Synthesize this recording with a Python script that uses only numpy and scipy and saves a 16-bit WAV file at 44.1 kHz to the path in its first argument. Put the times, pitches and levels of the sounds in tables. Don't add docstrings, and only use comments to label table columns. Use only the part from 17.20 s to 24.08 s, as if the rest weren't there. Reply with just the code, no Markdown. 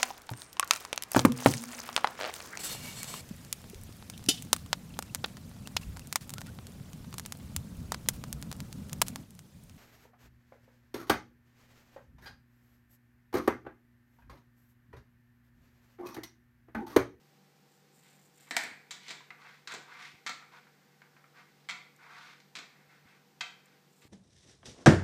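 import sys
import numpy as np
from scipy import signal
from scipy.fft import rfft, irfft
from scipy.io import wavfile

SR = 44100
rng = np.random.default_rng(int(sys.argv[2]) if len(sys.argv) > 2 else 0)


def unload_wav(signal):
    wavfile.write(
        sys.argv[1],
        SR,
        np.round(np.clip(np.atleast_2d(signal).T, -1, 1) * 32767).astype(np.int16),
    )


N = 303408
TIME = np.arange(N) / SR
TAIL = TIME[:SR // 2]

# t/s, level/dB, bass/dB, treble/dB, contact decay/s, lid clack/dB, reverberation/dB,
# edge twang/dB
BOX_IMPACTS = [(1.309, -25.5, -24.5, -18.5, 0.0026, -5, 1.5, 10),
               (1.3659, -18.5, -30.5, -11, 0.0015, 17, -0.5, 4),
               (1.436, -33, -19.5, -17, 0.0035, 15.5, 3.5, 2)]
# t/s, level/dB, bass/dB, treble/dB, catch interval/s, change per catch/dB, flexural f/Hz,
# after-ring/dB, edge f/Hz, edge twang/dB, claw tick/dB, reverberation/dB
CLAW_FLICKS = [(1.7082, -39, -22, -4, 0.0045, -4.5, 1940, 17, 3520, 14.5, 17, 4),
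               (1.882, -40.5, -15.5, -5, 0.0094, -1, 1980, 16, 3770, 11, 4, 4.5),
               (1.9058, -35, -19, -9.5, 0.0052, -5.5, 2250, 11, 3700, 13, 6.5, -0.5),
               (2.474, -37.5, -20, -4, 0.0044, -12, 1580, 19, 4000, 11, 8, -2.5),
               (3.0637, -29.5, -33, -8.5, 0.0059, -1, 2140, 21, 3195, -6, 1.5, -0.5),
               (4.4878, -32.5, -34, -11.5, .005, 2, 2140, 16, 3100, 6.5, -0.5, 0),
               (5.353, -36, -27, -6, 0.0073, -1.5, 2210, 15.5, 3440, 6, -1, -1),
               (6.208, -30, -28, -8.5, .0019, -0.6, 2400, 19.5, 3153, 11.5, -3, -1)]
# t/s, level/dB, bass/dB, treble/dB, flexural f/Hz, claw tick/dB
CARD_DROPS = [(2.52, -39, -16, -10, 1530, 10), (2.5385, -40, -4.5, -8, 1510, 15),
              (2.5465, -39, -17.5, -4.5, 1590, 2), (3.093, -33, -16.5, -6, 1280, 8),
              (4.509, -34, -21, -9.5, 2200, -6), (5.371, -43.5, -10.5, -6, 2400, 3),
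              (5.387, -38.5, -18.5, -6.5, 2160, 2)]
# t/s, duration/s, share spent accelerating, rub/dB, edge hiss/dB, first f/Hz, last f/Hz
PUSHES = [(0.816, 0.17, 0.22, -64.5, -61, 1800, 1900), (1.158, 0.12, 0.57, -65.5, -59, 1650, 1650),
          (1.262, 0.042, 0.38, -55.5, -57, 1850, 1850), (1.795, 0.16, 0.69, -55, -46, 2030, 1950),
          (2.177, 0.22, 0.26, -52, -51.5, 1150, 1830), (2.241, .045, 0.44, -46.5, -65, 1400, 1550),
          (2.471, 0.077, 0.73, -41.5, -40, 1640, 1490), (2.661, 0.12, .6, -47.5, -51, 1180, 1520),
          (2.758, 0.16, 0.3, -45, -45, 1560, 2350), (3.311, 0.093, 0.42, -50, -51, 1230, 1400),
          (3.44, 0.45, 0.45, -69.5, -95, 1740, 1800), (4.138, .1, 0.54, -52, -54.5, 1510, 1460),
          (4.336, 0.16, .6, -70.5, -65, 1800, 1800), (4.777, 0.15, 0.53, -51, -56.5, 1510, 1450),
          (4.883, 0.12, 0.39, -48.5, -50.5, 1360, 1420), (4.958, 0.23, 0.19, -51.5, -48.5, 1660, 1650),
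          (5.499, 0.18, 0.38, -62, -73, 1800, 1810), (5.682, 0.12, 0.38, -58, -61, 1670, 1770),
          (5.82, 0.17, 0.51, -59.5, -62.5, 1760, 1820), (6.423, 0.21, 0.29, -66, -66.5, 1690, 1690),
          (6.813, 0.051, 0.3, -61.5, -54, 1840, 1780)]
# t/s, level/dB, treble/dB, flexural f/Hz
PAW_PATS = [(2.006, -48, -23, 1000), (2.105, -36.5, -24, 1990), (3.224, -47.5, -31, 1360),
            (3.469, -52, -35, 1400), (3.818, -47, -22, 1500), (3.966, -48, -41, 1330),
            (4.041, -50, -40, 1350), (5.201, -58.5, -2.5, 2040)]
# t/s, level/dB, hardness/(dB per octave)
PAW_STEPS = [(1.512, -60, 0), (2.94, -62.5, -5), (5.855, -61.5, -4), (6.852, -56.5, -4)]
# t/s, duration/s, level/dB
HIGH_SIZZLE = [(0.52, 0.045, -77.5), (0.76, 0.31, -73.5), (1.18, .12, -69.5), (6.74, 0.18, -75)]
# t/s, level/dB
CLAW_TICKS = [(1.2067, -54), (1.436, -39), (4.7625, -57.5), (6.4566, -57)]

# f/Hz, level/dB
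SLAP_SPECTRUM = [(70, -56), (130, -29.5), (260, -21), (420, -23), (570, -24), (680, -8), (1180, -11),
                 (1450, -7), (1700, -1), (1990, 0), (2340, -5.5), (2750, -13), (4030, -7.5), (6500, -11.5),
                 (7500, -7), (10000, -20.5), (12800, -22.5), (14300, -23.5)]
SNAP_SPECTRUM = [(88, -52), (150, -21), (601, -21), (714, -4.5), (833, -8), (954, 0.5), (1110, 0.5),
                 (1200, 2.5), (1700, 2), (2140, 2.5), (2500, -2.5), (2810, -6.5), (3890, -1.5), (7600, -13),
                 (9270, -27.5), (15000, -37)]
FRICTION_SPECTRUM = [(290, -52), (500, -1.5), (571, -23), (707, 1.5), (775, -8.5), (898, 3.5), (1050, 2),
                     (1170, 7.5), (2190, 3.5), (2670, -6), (4610, -17.5), (7440, -28.5), (12000, -42),
                     (15600, -43), (22000, -120)]
CLAW_SPECTRUM = [(2000, -24), (4500, -20), (6000, -1), (7400, 5), (8400, -5), (9600, -14), (14000, -20),
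                 (15000, -15)]
SIZZLE_SPECTRUM = [(2000, -24), (4500, -8), (6400, -9), (7200, 5.5), (8400, 0), (10000, -10), (12300, -13),
                   (13500, -1), (15000, -15)]
AIR_SPECTRUM = [(25, -17), (50, -23), (90, -19), (130, -11.5), (200, -4.5), (290, -10), (470, -10),
                (630, -17), (800, -14), (1140, -18.5), (1830, -17.5), (3070, -22), (4800, -21.5),
                (8000, -27.5), (10300, -34), (13500, -27.5), (15000, -29.5)]

# f/Hz, level/dB, T60/s
BOX_MODES = [(255, -9, .3), (313, -8, .3), (657, -6, .38), (728, -7, .35), (827, -9, .35), (947, -8, .36),
             (1462, -9, .35), (1674, 0, .33), (1730, -6, .3), (1815, 0, .32), (1906, 0, .33),
             (1975, -1, .3), (2061, 1, .3), (2216, -3, .28), (2295, -2, .28), (2404, -8, .25),
             (3594, -11, .3), (3980, -3.5, .33)]
LID_MODES = [(1820, -2.5, 0.023), (2010, 1, 0.019), (2270, -2, 0.034), (3260, -8, 0.014)]
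CARD_MODES = [(660, -15, .35), (725, -7, .4), (952, -9, .3), (1184, -1, .35), (1228, -6, .28),
              (1351, -1, .35), (1460, -3, .3), (1500, -3, .28), (1600, -6, .3), (1775, -8, .3),
              (1904, -4, .28), (1942, -5, .28), (2024, -6, .25), (2092, -1, .25), (2140, 0, .25),
              (2223, -1, .25), (2340, -1, .27), (2410, -3, .26), (2490, -6, .22), (2640, -5, .3),
              (3158, -8, .17), (3800, -6, .28), (3865, -5, .3), (3950, -7, .25), (4294, -5, .24),
              (4400, -8, .25)]
TABLE_MODES = [(76, -11, 0.064), (104, -1.5, 0.12), (139, 5, 0.052), (218, 7.5, 0.059), (294, 8, 0.057)]
# frequency ratio, level/dB
FLEX_PARTIALS = [(.6, -4), (1, 7.5), (1.52, -6.5), (1.9, -28)]
EDGE_PARTIALS = [(1, 1.5), (1.2, -9.5), (1.35, -5), (2.02, -9)]

# delay/s, level/dB
REFLECTIONS = [(.0043, -7), (0.0117, -13.5)]
# f/Hz, T60/s
ROOM_T60 = [(200, 0.35), (800, 0.51), (1900, 0.55), (3600, 0.44), (9000, 0.35), (15000, 0.35)]
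# f/Hz, level/dB, modulation depth
HUM_TONES = [(146.2, -73.5, 0.18), (192.2, -78.5, 0.48), (486, -81.5, 0.22), (784, -81, 0.02)]

EDGE_T60_S, CLAW_WET_DB = 0.018, 1
CUTOFF_HZ = 15200


def card_on_box():
    out = np.zeros(N)
    for s, db, bass, treble, decay_s, clack_db, wet_db, edge_db in BOX_IMPACTS:
        slap = crack(SLAP_SPECTRUM, decay_s, bass_db=bass + 24.5, middle_db=13.5, treble_db=treble + 24.5)
        slap += from_db(edge_db) * twang(EDGE_PARTIALS, hz=3950, t60=EDGE_T60_S)
        clack = from_db(clack_db) * band(ringing(LID_MODES), 1370, "high", order=3)
        impact = room(slap, wet_db) + room(clack, wet_db=-7.5)
        box_ring = from_db(15) * ringing(BOX_MODES, vary_db=3)
        add(out, s, from_db(db) * (impact + box_ring))
    return out


def card_flicks():
    out = np.zeros(N)
    for s, db, bass, treble, gap_s, step_db, hz, ring_db, edge_hz, edge_db, claw_db, wet_db in CLAW_FLICKS:
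        card, claw = np.zeros((2, len(TAIL)))
        for catch in range(3):
            bend = 1 + 0.035 * rng.uniform(-0.89, 1)
            edge = from_db(edge_db) * twang(EDGE_PARTIALS, edge_hz * bend, EDGE_T60_S)
            snap = card_snap(bass, treble, hz * bend, decay_s=0.002)
            add(card, catch * gap_s, from_db(catch * step_db) * (snap + edge))
            add(claw, catch * gap_s, from_db(catch * step_db + claw_db) * claw_tick())
        flick = room(card, wet_db) + room(claw, CLAW_WET_DB) + from_db(ring_db) * card_ring(treble)
        add(out, s, from_db(db) * flick)
    return out


def card_drops():
    out = np.zeros(N)
    for s, db, bass, treble, hz, claw_db in CARD_DROPS:
        flop = card_blow(bass, treble, hz, decay_s=0.0034, ring_db=15.5, wet_db=2)
        tick = room(from_db(claw_db) * claw_tick(), CLAW_WET_DB)
        add(out, s, from_db(db) * (flop + tick))
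    return out


def card_blow(bass, treble, hz, decay_s, ring_db, wet_db):
    return room(card_snap(bass, treble, hz, decay_s), wet_db) + from_db(ring_db) * card_ring(treble)


def card_snap(bass, treble, hz, decay_s):
    snap = crack(SNAP_SPECTRUM, decay_s, bass_db=bass + 22, middle_db=10, treble_db=treble + 20.5)
    return snap + from_db(11) * twang(FLEX_PARTIALS, hz, t60=0.019)


def card_ring(treble):
    return ringing(CARD_MODES, vary_db=2, treble_db=treble + 10)


def twang(partials, hz, t60):
    modes = [(hz * ratio, db, t60) for ratio, db in partials]
    return band(ringing(modes), 840, "high", order=2)


def card_slides():
    rub, hiss = friction()
    judder = from_db(0.9 * fluctuation(35))
    rub_power = hiss_power = 0
    for s, length_s, peak_share, rub_db, hiss_db, *_ in PUSHES:
        speed = push_speed(s, length_s, peak_share) * judder
        rub_power += (from_db(rub_db - 4) * speed ** 0.77) ** 2
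        hiss_power += (from_db(hiss_db - 9.5) * speed ** 0.95) ** 2
    return rub * lingering_gain(rub_power) + hiss * lingering_gain(hiss_power)


def friction():
    clumps = from_db(2 * fluctuation(64))
    slips = random_impulses(per_s=3500, spread_db=2) * clumps
    wash = from_db(0.5) * rng.standard_normal(N)
    drive = rms_one(slips + wash)
    rasp = rms_one(coloured(drive, FRICTION_SPECTRUM))
    body = rasp + from_db(1.5) * through(drive, ringing(CARD_MODES))
    turns = sorted(point for s, length_s, *_, first_hz, last_hz in PUSHES
                   for point in [(s, first_hz), (s + length_s, last_hz)])
    hz = np.interp(TIME, *np.transpose(turns))
    tilt = hz / 1500
    low = rms_one(band(body, 1240, "low"))
    high = rms_one(band(body, [1500, 2700], "band"))
    rub = (low / tilt + high * tilt) / np.hypot(tilt, 1 / tilt)
    resonance = swept_resonance(random_impulses(per_s=1100, spread_db=2), hz, width_hz=550)
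    hiss = rms_one(band(rasp, 3500, "high")) * tilt
    return rms_one(rub + from_db(-4.5) * resonance), hiss


def push_speed(start_s, length_s, peak_share):
    peak_s = start_s + length_s * peak_share
    return np.sin(np.pi / 2 * np.interp(TIME, [start_s, peak_s, start_s + length_s], [0, 1, 0]))


def claw_tick():
    return energy_one(coloured(contact(decay_s=0.0017), CLAW_SPECTRUM))


def paw_pats():
    out = np.zeros(N)
    for s, db, treble, hz in PAW_PATS:
        pat = card_blow(bass=-32, treble=treble, hz=hz, decay_s=0.0025, ring_db=11, wet_db=-1.5)
        add(out, s, from_db(db + 2.5) * pat)
    return out


def paw_thuds():
    out = np.zeros(N)
    lowest_hz = TABLE_MODES[0][0]
    for s, db, hardness in PAW_STEPS:
        modes = [(hz, level + hardness * np.log2(hz / lowest_hz), t60) for hz, level, t60 in TABLE_MODES]
        add(out, s, from_db(db + 29.5) * ringing(modes))
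    return out


def sizzle_and_ticks(fade_s=0.065):
    patches = 0
    for s, length_s, db in HIGH_SIZZLE:
        corners_s = [s - fade_s, s, s + length_s, s + length_s + fade_s]
        patches += from_db(db + 8.5) * np.interp(TIME, corners_s, [0, 1, 1, 0])
    clicks = patches * random_impulses(per_s=450, spread_db=1)
    for s, db in CLAW_TICKS:
        add(clicks, s, from_db(db + 22) * energy_one(contact(decay_s=0.0029)))
    return coloured(clicks, SIZZLE_SPECTRUM)


def ringing(modes, vary_db=0.0, treble_db=0.0):
    hz, db, t60 = np.transpose(modes)[:, :, None]
    db = db + vary_db * rng.standard_normal(db.shape) + treble_db * np.clip(np.log2(hz / 2200), 0, 1)
    strength = from_db(db) * rng.choice([-1, 1], db.shape)
    decay = from_db(-60 * TAIL / t60)
    return energy_one(np.sum(strength * decay * np.sin(2 * np.pi * hz * TAIL), axis=0))


def crack(spectrum, decay_s, bass_db, middle_db, treble_db):
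    noise = coloured(contact(decay_s), spectrum)
    low = from_db(bass_db) * energy_one(band(noise, [130, 500], "band", order=3))
    middle = from_db(middle_db) * energy_one(band(noise, [550, 2700], "band"))
    high = from_db(treble_db) * energy_one(band(noise, 2750, "high"))
    return low + middle + high


def contact(decay_s, rise_s=0.00092):
    envelope = np.exp(-TAIL / decay_s) * (1 - np.exp(-TAIL / rise_s))
    phase = np.angle(rfft(rng.standard_normal(len(TAIL)) * envelope))
    return irfft(np.exp(1j * phase), len(TAIL)) * np.sqrt(envelope)


def random_impulses(per_s, spread_db):
    sizes = from_db(spread_db * np.minimum(rng.exponential(1, N), 4))
    return rms_one((rng.random(N) < per_s / SR) * sizes * rng.choice([-1, 1], N))


def room(x, wet_db, build_s=0.002):
    hz = np.fft.rfftfreq(len(TAIL), 1 / SR)
    white = rfft(rng.standard_normal(len(TAIL)))
    edges_hz = np.geomspace(100, 18000, 9)
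    tail = 0
    for low, high in zip(edges_hz, edges_hz[1:]):
        centre = np.sqrt(low * high)
        noise = irfft(white * ((hz >= low) & (hz < high)), len(TAIL))
        envelope = from_db(-60 * TAIL / at_hz(ROOM_T60, centre)) * (1 - np.exp(-TAIL / build_s))
        unabsorbed = from_db(-5.5 * centre / CUTOFF_HZ)
        tail += unabsorbed * np.sqrt(2 * (high - low) / SR) * energy_one(noise * envelope)
    response = from_db(wet_db) * tail
    response[0] += 1
    for delay_s, db in REFLECTIONS:
        response[int(delay_s * SR * rng.uniform(.85, 1.15))] += from_db(db)
    return through(x, response)


def lingering_gain(power, share=0.34, t60=0.55):
    retained = 10 ** (-6 / (t60 * SR))
    stored = signal.lfilter([1 - retained], [1, -retained], power + 1e-18)
    return np.sqrt((1 - share) * power + share * stored)


def room_hiss():
    return from_db(-67) * rms_one(coloured(rng.standard_normal(N), AIR_SPECTRUM))


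def appliance_hum():
    hum = 0
    for hz, db, depth in HUM_TONES:
        swell, sway = fluctuation(6.8), fluctuation(6.8)
        tone = np.sqrt(2) * np.sin(2 * np.pi * hz * TIME + depth * sway)
        hum += from_db(db + 1.5) * (1 + depth * swell) * tone
    return hum


def fluctuation(cutoff_hz):
    return rms_one(band(rng.standard_normal(N), cutoff_hz, "low", order=2))


def swept_resonance(x, hz, width_hz):
    carrier = np.exp(2j * np.pi * np.cumsum(hz) / SR)
    return rms_one((band(x / carrier, width_hz / 2, "low", order=2) * carrier).real)


def coloured(x, spectrum, size=4096):
    cepstrum = irfft(np.log(from_db(at_hz(spectrum, np.fft.rfftfreq(size, 1 / SR)))))
    cepstrum[1:size // 2] *= 2
    cepstrum[size // 2 + 1:] = 0
    return through(x, irfft(np.exp(rfft(cepstrum))))


def at_hz(points, hz):
    known_hz, values = np.transpose(points)
    return np.interp(np.log(np.maximum(hz, 1)), np.log(known_hz), values)


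def band(x, edges_hz, kind, order=4):
    return signal.sosfilt(signal.butter(order, edges_hz, kind, fs=SR, output="sos"), x)


def through(x, response):
    return signal.fftconvolve(x, response)[:len(x)]


def add(track, s, sound):
    start = int(s * SR)
    track[start:start + len(sound)] += sound[:len(track) - start]


def from_db(db):
    return 10 ** (np.asarray(db) / 20)


def rms_one(x):
    return x / np.sqrt(np.mean(x ** 2) + 1e-20)


def energy_one(x):
    return x / np.sqrt(np.sum(x ** 2) + 1e-20)


def scene():
    foreground = (card_on_box() + card_slides() + paw_thuds() + sizzle_and_ticks()
                  + card_flicks() + card_drops() + paw_pats())
    return (foreground + room_hiss() + appliance_hum())[None]


def record(dry):
    thin = band(dry, 75, "high", order=2)
    return signal.sosfilt(signal.ellip(10, .1, 80, CUTOFF_HZ, fs=SR, output="sos"), thin)


dry = scene()
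out = record(dry)
unload_wav(out)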